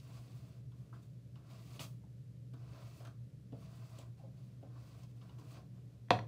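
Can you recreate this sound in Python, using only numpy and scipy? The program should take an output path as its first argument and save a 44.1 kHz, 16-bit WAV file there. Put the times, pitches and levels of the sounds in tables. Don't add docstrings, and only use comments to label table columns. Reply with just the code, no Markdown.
import sys
import numpy as np
from scipy import signal
from scipy.fft import rfft, irfft, next_fast_len
from scipy.io import wavfile
from scipy.ndimage import uniform_filter1d

SR = 44100
rng = np.random.default_rng(int(sys.argv[2]) if len(sys.argv) > 2 else 0)


def log_audio(samples):
    frames = np.atleast_2d(samples).T
    limited = np.clip(frames, -1, 1)
    pcm = np.round(limited * 32767).astype(np.int16)
    wavfile.write(sys.argv[1], SR, pcm)


def boost_factor(decibels):
    exponent = np.asarray(decibels, float) / 20
    return 10 ** exponent


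N = 276762

# frequency in Hz, density in dB per Hz.
AIR_SPECTRUM = [(15, -29), (25, -57.5), (64, -8), (102, 0), (127, 0), (145, -2), (180, -10), (317, -28),
                (427, -28), (575, -30), (775, -45.5), (4610, -49), (14000, -57.5), (16000, -54)]
# frequency in Hz, width in Hz, level in dB.
RUMBLE_MODES = [(69, 7.7, -71.5), (122, 23, -59.5), (140.6, 21.8, -61), (185.9, 7, -70), (286, 32, -75.5)]
# frequency in Hz, t60 in seconds.
ROOM_T60 = [(60, 0.72), (150, 0.44), (500, 0.31), (2000, 0.21), (6000, 0.25), (14000, 0.34)]
# start in seconds, blow in dB, loudest part of the wood in Hz,
# crack in dB over the blow.
KNOCKS = [
    (6.085, -56, 1490, -10),
    (6.1054, -12.5, 970, -7.5),
    (6.1108, -17.5, 540, -26),
    (6.1150, -26, 1060, -16),
    (6.189, -35, 1330, -32),
    (6.1926, -43.5, 3300, -6),
    (6.217, -55, 2350, -17),
]
# frequency in Hz, level in dB, t60 in seconds.
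WOOD_MODES = [(107.5, 10.5, 0.25), (208, 4, 0.019), (280, -0.5, 0.065), (485, -3.5, 0.054), (651, 1, 0.026),
              (703, 1.5, 0.036), (970, 1, 0.015), (1104, 1.5, 0.01), (1370, -4.5, 0.011), (1874, 6, .02),
              (2460, -7, 0.021), (3300, 1, 0.015), (4300, -1.5, 0.011), (5760, -2, 0.0096)]
# frequency in Hz, level in dB.
CRACK_SPECTRUM = [(300, -19), (1000, -15), (2000, -2), (3000, 0.5), (4300, -0.5), (6000, -15.5),
                  (8000, -21.5), (12000, -31.5), (16000, -32)]
# start in seconds, peak in dB, pitch in Hz.
KNOT_SNAPS = [(1.1394, -72, 5250), (3.0052, -64, 4580), (3.05, -54, 6300), (3.07, -59, 5050),
              (3.987, -51, 7580), (5.0335, -59, 5050), (5.3874, -61, 5780), (5.3964, -62, 4920),
              (5.5074, -68, 5050), (5.5164, -56, 7870), (5.5274, -60, 4740), (5.5734, -68, 4620)]
# start in seconds, peak in dB, ring in Hz, thud in dB over peak,
# tick in dB over peak.
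BRIGHT_TAPS = [(0.72, -70.5, 1040, -7, -2.5), (0.928, -58.5, 1180, -20, -22),
               (0.945, -66.5, 1340, -20, -22), (1.357, -67.5, 1080, 1, 3), (1.794, -55.5, 1010, 12, 8),
               (2.536, -69.5, 1210, 15.5, 4.5), (3.051, -62.5, 1380, 0, 5), (3.073, -61, 1230, -14, 0),
               (4.758, -72, 1090, -11, -15), (5.033, -74, 975, -11, 7), (5.214, -73, 1130, -5, 9.5),
               (5.294, -66.5, 958, -13, 2), (5.386, -64.5, 970, 10, -5)]
# start in seconds, peak in dB, ring in Hz, thud and tick in dB over peak.
DULL_TAPS = [(1.755, -62, 370, -8, -2), (3.004, -61, 610, -14, -10), (3.523, -54.5, 523, 5.5, -14),
             (3.985, -62.5, 663, 5, 5), (4.195, -69, 750, -12, -30), (4.235, -59.5, 616, -9, -28),
             (4.627, -57.5, 587, -2, -17), (5.563, -62, 600, -2, -13)]
# start in seconds, peak in dB, ring in Hz, thud and tick in dB over peak.
SOFT_TAPS = [
    (2.035, -61.5, 756, -17, -24),
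    (4.629, -43.5, 375, -5.5, -36),
]
# frequency in Hz, level in dB.
TICK_SPECTRUM = [(1500, -8.5), (3000, 21), (8000, -7), (15000, -17)]
# frequency in Hz, width in Hz, level in dB.
BODY_MODES = [(615, 163, 19), (1080, 370, 19), (1360, 320, 1)]
# frequency in Hz, level in dB.
SCRATCH_SPECTRUM = [(1300, -55), (1900, 2.5), (2500, -4), (3200, 0.5), (4000, 0.5), (5300, -2),
                    (6500, -6.5), (9000, -39)]
# frequency in Hz, width in Hz, level in dB.
BRISTLE_MODES = [(2555, 340, -8), (4580, 440, -12)]
# frequency in Hz, level in dB.
HAIR_SPECTRUM = [(4000, -34), (6000, 5), (8000, 5.5), (10500, 1), (13000, -2), (15500, 4.5), (17000, -33)]
# time in seconds, pressure in dB, speed as brightness in dB.
EARLY_STROKES = [
    [(0.0, -79.5, 7.5), (0.006, -79.5, 0), (0.046, -75.5, -5.5), (0.182, -67, -9.5), (0.208, -75, -6.5),
     (0.38, -75.5, -5.5), (0.586, -79, -10.5), (0.63, -104, -11), (0.66, -95, 0)],
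    [(1.33, -100, 7), (1.344, -100, 11), (1.358, -76, -16), (1.422, -79, -23), (1.508, -67.5, -10.5),
     (1.646, -78.5, -1), (1.764, -66.5, -5), (1.788, -74, -10), (1.79, -65, -3)],
    [(2.52, -94, -2), (2.54, -68.5, -9), (2.552, -74, -30), (2.576, -77, -15), (2.78, -64.5, -17),
     (2.98, -75.5, -0.5), (3.076, -61.5, -26), (3.148, -95, -29), (3.2, -96, -10)],
]
# time in seconds, pressure in dB, brightness in dB.
PULL_OUT = [
    (1.786, -74, -2),
    (1.794, -52, -6),
    (1.825, -60.5, 1),
    (1.85, -62.5, -3.5),
    (1.875, -72, -20),
]
# time in seconds, pressure in dB, speed as brightness
# in dB.
LATER_STROKES = [
    [(3.5, -100, 7), (3.532, -77, -18), (3.61, -74.5, -7.5), (3.708, -70, -14.5), (3.73, -73.5, -7),
     (4.024, -67.5, -14.5), (4.08, -81, -38), (4.128, -90, -4), (4.14, -86, -15)],
    [(4.6, -92, -11.5), (4.644, -77, -46), (4.684, -82, -29), (4.764, -69.5, -21), (4.804, -73, -11),
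     (5.044, -75, -7), (5.068, -86, -18), (5.076, -93, -1), (5.12, -79, -6)],
    [(5.15, -78, -4), (5.196, -86, -6), (5.224, -68.5, -18.5), (5.38, -78.5, -15), (5.386, -71, -24),
     (5.5, -72, -7), (5.574, -61, -20.5), (5.682, -93, -24), (5.7, -88, -8)],
]
# start in seconds, length in seconds, pressure in dB,
# brightness in dB.
RUSTLES = [
    (0.702, 0.58, -81.5, -8.5),
    (0.924, 0.086, -70, -18),
    (1.011, 0.08, -91.5, 11),
    (3.96, 0.049, -80, -2),
    (4.15, 0.21, -77, -11),
    (4.316, 0.46, -79.5, -8),
    (5.375, 0.084, -77.5, -8),
    (5.722, 0.24, -79, -14),
    (5.853, 0.41, -85.5, -13),
]


def evened(x):
    return x / np.sqrt(np.mean(x ** 2) + 1e-20)


def read(points, hz):
    f, value = np.transpose(points)
    return np.interp(np.log(hz + 1), np.log(f + 1), value)


def add(mix, start_s, sound):
    part = mix[max(round(start_s * SR), 0):][:len(sound)]
    part += sound[:len(part)]


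def coloured(x, points):
    size = next_fast_len(len(x) + 2048)
    gain = boost_factor(read(points, np.fft.rfftfreq(size, 1 / SR)))
    return evened(irfft(rfft(x, size) * gain, size)[:len(x)])


def resonate(x, hz, width_hz):
    return evened(signal.lfilter(*signal.iirpeak(hz, hz / width_hz, SR), x))


def fan():
    hum_hz, hum_db, waver_hz = 119.6, -53.5, 1.085
    blades_per_s, throb_depth, throb_drift = 8.3, 0.42, 0.3835
    air_db = -62
    t = np.arange(N) / SR
    waver, drift = (evened(uniform_filter1d(uniform_filter1d(n, 6000), 6000))
                    for n in rng.standard_normal((2, N)))
    blade_phase = 2 * np.pi * np.cumsum(blades_per_s * (1 + throb_drift * drift)) / SR
    throb = 1 + throb_depth * np.cos(blade_phase)
    hum_phase = 2 * np.pi * np.cumsum(hum_hz + waver_hz * waver) / SR
    tone = np.sqrt(2) * boost_factor(hum_db) * throb * np.sin(hum_phase)
    noise = rng.standard_normal((len(RUMBLE_MODES) + 1, N))
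    rumble = sum(boost_factor(db) * resonate(resonate(n, hz, width_hz), hz, 2 * width_hz)
                 for n, (hz, width_hz, db) in zip(noise, RUMBLE_MODES))
    hiss = [(hz, min(db, -14)) for hz, db in AIR_SPECTRUM if hz < 15000]
    hiss += [(15050, AIR_SPECTRUM[-2][1] - 1), (15200, -85)]
    return tone + rumble + boost_factor(air_db) * coloured(noise[-1], hiss)


def room(x):
    echoes = np.zeros(SR // 2)
    at = np.arange(150, SR // 2 - 20, 20)
    echoes[at + rng.integers(0, 20, len(at))] = rng.choice([-1., 1.], len(at))
    hz, t, z = signal.stft(echoes, SR, nperseg=256)
    decay = boost_factor(-60 * t / read(ROOM_T60, hz)[:, None])
    tail = signal.istft(z * decay, SR, nperseg=256)[1]
    return signal.fftconvolve(x, tail / np.linalg.norm(tail))[:N]


def boom():
    boom_hz, boom_db, rise_s, t60_s = 118.1, -31.5, 0.015, 0.42
    out, t = np.zeros(N), np.arange(SR // 2) / SR
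    swell = boost_factor(boom_db - 60 * t / t60_s) * np.minimum(t / rise_s, 1)
    add(out, KNOCKS[1][0], swell * np.sin(2 * np.pi * boom_hz * t))
    return out


def knock():
    out, t = np.zeros(N), np.arange(8000) / SR
    hz, mode_db, t60_s = np.transpose(WOOD_MODES)[:, :, None]
    t60_s = np.where(hz > 1300, np.minimum(t60_s, .009), t60_s)
    facing = (-1.) ** np.arange(len(WOOD_MODES))[:, None]
    ring = boost_factor(mode_db - 60 * t / t60_s) * np.sin(2 * np.pi * hz * t)
    modes = facing * ring * np.minimum(t / .001, 1)
    noise = rng.standard_normal((len(KNOCKS), len(t)))
    for (start_s, db, part_hz, crack_db), n in zip(KNOCKS, noise):
        wood = (modes * boost_factor(-7.5 * abs(np.log2(hz / part_hz)))).sum(0)
        crack = boost_factor(crack_db - 60 * t / .016) * coloured(n, CRACK_SPECTRUM) * np.minimum(t / .002, 1) ** 2
        add(out, start_s, boost_factor(db) * wood)
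        add(out, start_s - .0005, boost_factor(db) * crack)
    return signal.sosfilt(signal.butter(3, 95, "high", fs=SR, output="sos"), out)


def snaps():
    level_db, t60_s, focus_db, relative_width = -2.5, 0.023, 1, 0.23
    out, t = np.zeros(N), np.arange(3000) / SR
    noise = rng.standard_normal((len(KNOT_SNAPS), len(t)))
    for (start_s, db, hz), n in zip(KNOT_SNAPS, noise):
        focus = boost_factor(focus_db) * resonate(n, hz, relative_width * hz)
        spray = evened(coloured(n, HAIR_SPECTRUM) + focus)
        envelope = boost_factor(db + level_db - 60 * t / t60_s) * np.minimum(t / 0.0025, 1)
        add(out, start_s - .001, envelope * spray)
    return out


def taps():
    out, t = np.zeros(N), np.arange(6000) / SR
    kinds = [(BRIGHT_TAPS, 0.082), (DULL_TAPS, 0.11), (SOFT_TAPS, 0.035)]
    rows = [(*row, t60_s) for table, t60_s in kinds for row in table]
    noise = rng.standard_normal((len(rows), 3, len(t)))
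    for (start_s, db, hz, thud_db, tick_db, t60_s), (a, b, c) in zip(rows, noise):
        ring = a
        for _ in range(3):
            ring = resonate(ring, hz, .55 * hz)
        ring = ring * boost_factor(-60 * (t / t60_s) ** 1.45)
        thud = resonate(resonate(b, 210, 230), 210, 220) * boost_factor(thud_db - 60 * t / (1.2 * t60_s))
        tick = coloured(c, TICK_SPECTRUM) * boost_factor(tick_db - 60 * t / (.5 * t60_s))
        contact = (ring + thud) * np.minimum(t * hz / 3, 1) + tick * np.minimum(t / 0.001, 1)
        add(out, start_s - .001, boost_factor(db) * contact)
    return out


def slips(per_s, spread_db, hiss):
    force = boost_factor(spread_db * np.minimum(rng.exponential(1, N), 4))
    released = force * (rng.random(N) < per_s / SR)
    return evened(released * rng.standard_normal(N)) + hiss * rng.standard_normal(N)


def rustle(start_s, length_s, db, bright_db):
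    shape = [(0, -17), (.15, 0), (1, -17)]
    return [(start_s + share * length_s, db + drop_db, bright_db) for share, drop_db in shape]


def strokes():
    pull_db, pull_follows = -75, 0.53
    scratch_db, scratch_follows, fizz_db = 2.5, 0.6, 0.6
    coarse, fine = slips(900, 1.74, 1.0), slips(3000, 0.89, 0.99)
    body = evened(sum(boost_factor(db) * resonate(resonate(coarse, hz, width_hz), hz, 1.15 * width_hz)
                      for hz, width_hz, db in BODY_MODES))
    pull = resonate(resonate(coarse, 308, 220), 330, 240)
    flicks = sum(boost_factor(db) * resonate(fine, hz, width_hz) for hz, width_hz, db in BRISTLE_MODES)
    scratch = evened(coloured(0.36 * coarse + fine, SCRATCH_SPECTRUM) + flicks)
    fizz = coloured(slips(4000, 1.1, 0.66), HAIR_SPECTRUM)
    layers = np.array([body, pull, scratch, fizz])
    layers *= boost_factor(1.28 * evened(uniform_filter1d(rng.standard_normal((4, N)), 700, axis=1)))
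    out = np.zeros(N)
    touches = [rustle(*row) for row in RUSTLES]
    for rows in [*EARLY_STROKES, PULL_OUT, *LATER_STROKES, *touches]:
        s, drag_db, speed_db = np.transpose(rows)
        curves_db = [drag_db,
                     pull_db + pull_follows * (drag_db - pull_db),
                     drag_db + scratch_db + scratch_follows * speed_db,
                     drag_db + fizz_db + speed_db]
        at = np.arange(max(round(s[0] * SR), 0), round(s[-1] * SR))
        levels_db = [np.interp(at / SR, s, curve) for curve in curves_db]
        under_way = s[0] < .02
        fade_in = np.minimum(at / SR - s[0] + under_way, .02) / 0.014
        fade_out = np.minimum((at[-1] - at) / SR / 0.0045, 1)
        out[at] += (boost_factor(levels_db) * layers[:, at]).sum(0) * fade_out * fade_in
    return out


def scene():
    brush = boost_factor(-2.0) * strokes() + taps() + snaps()
    blow = knock()
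    reverb = room(boost_factor(-4) * brush + boost_factor(-6.0) * blow)
    return (brush + blow + reverb + boom() + fan())[None]


def band_limit(x):
    return signal.sosfilt(signal.butter(12, 16190, fs=SR, output="sos"), x)


def record(dry):
    lowpass = signal.firwin(511, 15700, window=("kaiser", 9), fs=SR)
    limited = signal.oaconvolve(dry, lowpass[None], "same")
    return band_limit(limited)


dry = scene()
out = record(dry)
log_audio(out)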